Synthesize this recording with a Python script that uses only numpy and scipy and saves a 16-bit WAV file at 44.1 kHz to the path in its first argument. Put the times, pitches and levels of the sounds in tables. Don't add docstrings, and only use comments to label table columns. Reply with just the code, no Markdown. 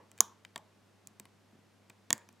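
import sys
import numpy as np
from scipy import signal
from scipy.fft import rfft, irfft, next_fast_len
from scipy.io import wavfile

SR = 44100
rng = np.random.default_rng(int(sys.argv[2]) if len(sys.argv) > 2 else 0)


def generate_wav(signal):
    frames = np.transpose(np.atleast_2d(signal))
    scaled = np.clip(frames, -1, 1) * 32767
    pcm = np.round(scaled).astype(np.int16)
    wavfile.write(sys.argv[1], SR, pcm)


def magnitude_from_level(level_db):
    exponent = np.asarray(level_db, float) / 20
    return 10 ** exponent


N = 105840
PAD = SR // 5


def along(points, hz):
    f, value = np.transpose(points)
    return np.interp(np.log(hz + 1), np.log(f + 1), value)


def filtered(x, response):
    size = next_fast_len(x.shape[-1] + 8192)
    spectrum = rfft(x, size) * response(np.fft.rfftfreq(size, 1 / SR))
    return irfft(spectrum, size)[..., :x.shape[-1]]


def pair(noise, alike):
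    def turn(hz):
        return np.arccos(np.clip(alike(hz), -1, 1)) / 2

    mid, side = filtered(noise, lambda hz: np.array([np.cos(turn(hz)), np.sin(turn(hz))]))
    return np.array([mid + side, mid - side])


def ring(modes, t, rise_s):
    scatter_db, detune = 2, 0.015
    hz, db, t60 = np.transpose(modes)[..., None]
    chance = rng.standard_normal((2, len(modes), 1))
    envelope = magnitude_from_level(db + scatter_db * chance[0] - 60 * t / np.abs(t60))
    tones = envelope * np.sin(2 * np.pi * hz * (1 + detune * chance[1]) * t)
    return tones.sum(axis=0) * (1 - np.exp(-t / rise_s))


def play(events):
    track = np.zeros((2, N + PAD + SR))
    for s, sound in events:
        start = PAD + round(s * SR)
        track[:, start:start + sound.shape[-1]] += sound
    return track[:, PAD:PAD + N]


# f/Hz, rms level/dB
HUM_TONES = [(100, -71.5), (200, -78)]


def hum():
    t = np.arange(N) / SR
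    return sum(np.sqrt(2) * magnitude_from_level(db) * np.sin(2 * np.pi * hz * t) for hz, db in HUM_TONES)


# f/Hz, spectral level/dB
HISS_SPECTRUM = [(30, -25), (85, -16), (125, -9), (190, -3), (1470, -16), (6000, -25), (12500, -34),
                 (16500, -47.5)]
# f/Hz, left-right likeness/1
HISS_LIKENESS = [(50, 0.7), (100, .9), (300, .35), (1400, 0.91), (3100, .6), (7000, .75), (15000, 0.85)]


def hiss():
    noise = pair(rng.standard_normal((2, N)), lambda hz: along(HISS_LIKENESS, hz))
    noise = filtered(noise, lambda hz: magnitude_from_level(along(HISS_SPECTRUM, hz)))
    return magnitude_from_level(-67) * noise / np.sqrt(np.mean(noise ** 2))


# f/Hz, T60/s
WALL_T60 = [(200, .35), (1000, .38), (3000, .3), (7000, .25), (14000, .2)]
# f/Hz, level/dB
WALL_LEVEL = [(200, -2), (600, 2.5), (1000, -2.5), (1900, -13.5), (3300, -18.5), (7000, -28),
              (11000, -28.5), (15000, -31.5)]


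def room(x):
    gap_s, likeness = 0.002, 0.85
    hz, t, z = signal.stft(rng.standard_normal((2, SR // 2)), SR, nperseg=256)
    decay = magnitude_from_level(-60 * t / along(WALL_T60, hz)[:, None])
    decay = decay / np.sqrt(np.sum(decay ** 2, axis=1, keepdims=True) * 128)
    decay = decay * magnitude_from_level(along(WALL_LEVEL, hz))[:, None]
    tail = signal.istft(z * decay, SR, nperseg=256)[1][:, :SR // 2]
    tail = pair(tail, lambda f: likeness + 0 * f)
    delayed = np.pad(x, (round(gap_s * SR), 0))
    return signal.fftconvolve(delayed[None], tail, axes=1)


# f/Hz, level re snap/dB, T60/s
PIN_MODES = [(6110, -14, 0.0084), (7650, -31, .012), (9470, -16.5, .008), (10240, -5.5, 0.0024),
             (11430, -21.5, 0.0029), (15400, -18, .005), (16500, -28.5, .005)]
# f/Hz, level/dB, T60/s
BODY_MODES = [(480, -12, .03), (690, -8, .035), (960, -2, .026), (1100, 0, .024), (1380, -8, .024)]
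# f/Hz, level/dB
CRACK_SPECTRUM = [(1000, -22.5), (3000, -5), (7000, 0), (12000, -3), (16000, -6)]


def contact(db, snap_hz, body_db, middle_db, middle_modes):
    snap_rise_s, snap_t60 = 0.00025, 0.003
    crack_t60, rattle_t60, blur_t60 = 0.004, 0.03, 0.014
    crack_db, rattle_db, spread_db = -6.5, -27, -6
    t = np.arange(SR // 20) / SR

    grit = filtered(rng.standard_normal(len(t)), lambda f: magnitude_from_level(along(CRACK_SPECTRUM, f)))
    crack = magnitude_from_level(db - 60 * t / crack_t60) * grit
    rattle = magnitude_from_level(db + rattle_db - 60 * t / rattle_t60) * grit

    t60 = max(snap_t60 + 0.00012 * db, 0.0016)
    swell = (1 - np.exp(-t * snap_t60 / t60 / snap_rise_s)) ** 2 * magnitude_from_level(-60 * t / t60)
    pin = swell / swell.max() * np.sin(2 * np.pi * snap_hz * t)
    snap = magnitude_from_level(db) * (pin + ring(PIN_MODES, t, snap_rise_s / 2))
    snap = snap + magnitude_from_level(crack_db) * crack + rattle

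    body = magnitude_from_level(db + body_db + 5.5) * ring(BODY_MODES, t, 0.0006)
    body = body + magnitude_from_level(db + middle_db + 4) * ring(middle_modes, t, 0.0002)

    sound = room((snap + body) * magnitude_from_level(-60 * t / blur_t60) + magnitude_from_level(spread_db) * crack)
    side = np.array([[0.5], [-0.5]])
    sound[:, :len(t)] += snap * magnitude_from_level(-2 * side) + body * magnitude_from_level(1.44 * side)
    return sound


CONTACT_LEAD_S = 0.0013
# f/Hz, level/dB, T60/s
PLUG_MODES = [(1850, 0, .018), (2200, -5, .013), (2850, -4, .013), (3300, -2, .013), (3680, -4, .011),
              (4500, -6, .01)]


def earlier_click():
    return play([(-0.11 + CONTACT_LEAD_S, contact(-17, 7000, -5.5, -5.5, PLUG_MODES))])


# t/s, peak level/dB
PUSHES = [(0.032, -63), (0.201, -44.5), (0.298, -76.5), (0.475, -63.5), (0.56, -50), (1.066, -61),
          (1.108, -60), (1.2, -53), (1.252, -57.5), (1.529, -59), (1.551, -56.5), (1.586, -60.5),
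          (1.896, -55.5), (2.102, -40), (2.128, -39), (2.289, -58)]
# f/Hz, level/dB, T60/s
BENCH_MODES = [(135, 14, 0.027), (212.4, 4.5, 0.11), (260.4, 2.5, .05), (335, -8.5, 0.089)]


def thuds():
    lead_s, bench_db, rise_s = 0.0023, -2.5, 0.001
    t = np.arange(SR // 5) / SR
    return play([(s + lead_s, magnitude_from_level(db + bench_db) * ring(BENCH_MODES, t, rise_s)) for s, db in PUSHES])


# t/s, peak level/dB, snap f/Hz, lock body re snap level/dB, blade re snap level/dB
LIGHT_CONTACTS = [(0.1144, -43, 7600, -19.5, -13), (0.1772, -42.5, 7000, -29, -10.5),
                  (0.1858, -46.5, 7875, -34, -5), (0.4484, -41.5, 7270, -20, 0.5),
                  (0.5771, -36, 7440, -16, -14), (1.071, -32.5, 7100, -35, -28),
                  (1.0824, -58, 5700, -12, -14.5), (1.197, -30.5, 7900, -26, -14.5),
                  (1.2531, -49, 9800, -11, -3), (1.8973, -43.5, 7650, -29.5, -12.5),
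                  (1.9, -52, 7650, -5, 3), (2.1783, -41.5, 7200, -13, -26), (2.2151, -67, 6940, 2, 5),
                  (2.2879, -46, 6000, -14.5, -10), (2.3266, -54, 7200, -15, -19)]
# f/Hz, level/dB, T60/s
BLADE_MODES = [(1700, -6, .012), (2050, -4, .012), (2400, -1, .012), (3050, -3, .011), (3650, -4, .01),
               (4300, -7, .009), (5050, -23, .03)]


def ticks():
    return play([(s + CONTACT_LEAD_S, contact(*levels, BLADE_MODES)) for s, *levels in LIGHT_CONTACTS])


# t/s, peak level/dB, snap f/Hz, lock body re snap level/dB, plug re snap level/dB
HARD_CONTACTS = [
    (.2043, -2.5, 6800, -28, -28.5),
    (.5583, -29.5, 7500, -8.5, -6),
    (2.1038, -16.5, 6600, -17.5, -9.5),
    (2.1274, -6.5, 6950, -33.5, -21.5),
]


def sets():
    return play([(s + CONTACT_LEAD_S, contact(*levels, PLUG_MODES)) for s, *levels in HARD_CONTACTS])


def scene():
    low_cut_hz = 95
    background = hum() + hiss()
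    struck = sets() + earlier_click() + ticks() + thuds()
    return background + filtered(struck, lambda hz: (1j * hz / (low_cut_hz + 1j * hz)) ** 4)


def band_limit(x):
    return signal.sosfilt(signal.butter(12, 17150, fs=SR, output="sos"), x)


def record(dry):
    top_hz = 16400
    mix = filtered(dry, lambda hz: 1 / np.sqrt(1 + (hz / top_hz) ** 60))
    return band_limit(mix)


dry = scene()
out = record(dry)
generate_wav(out)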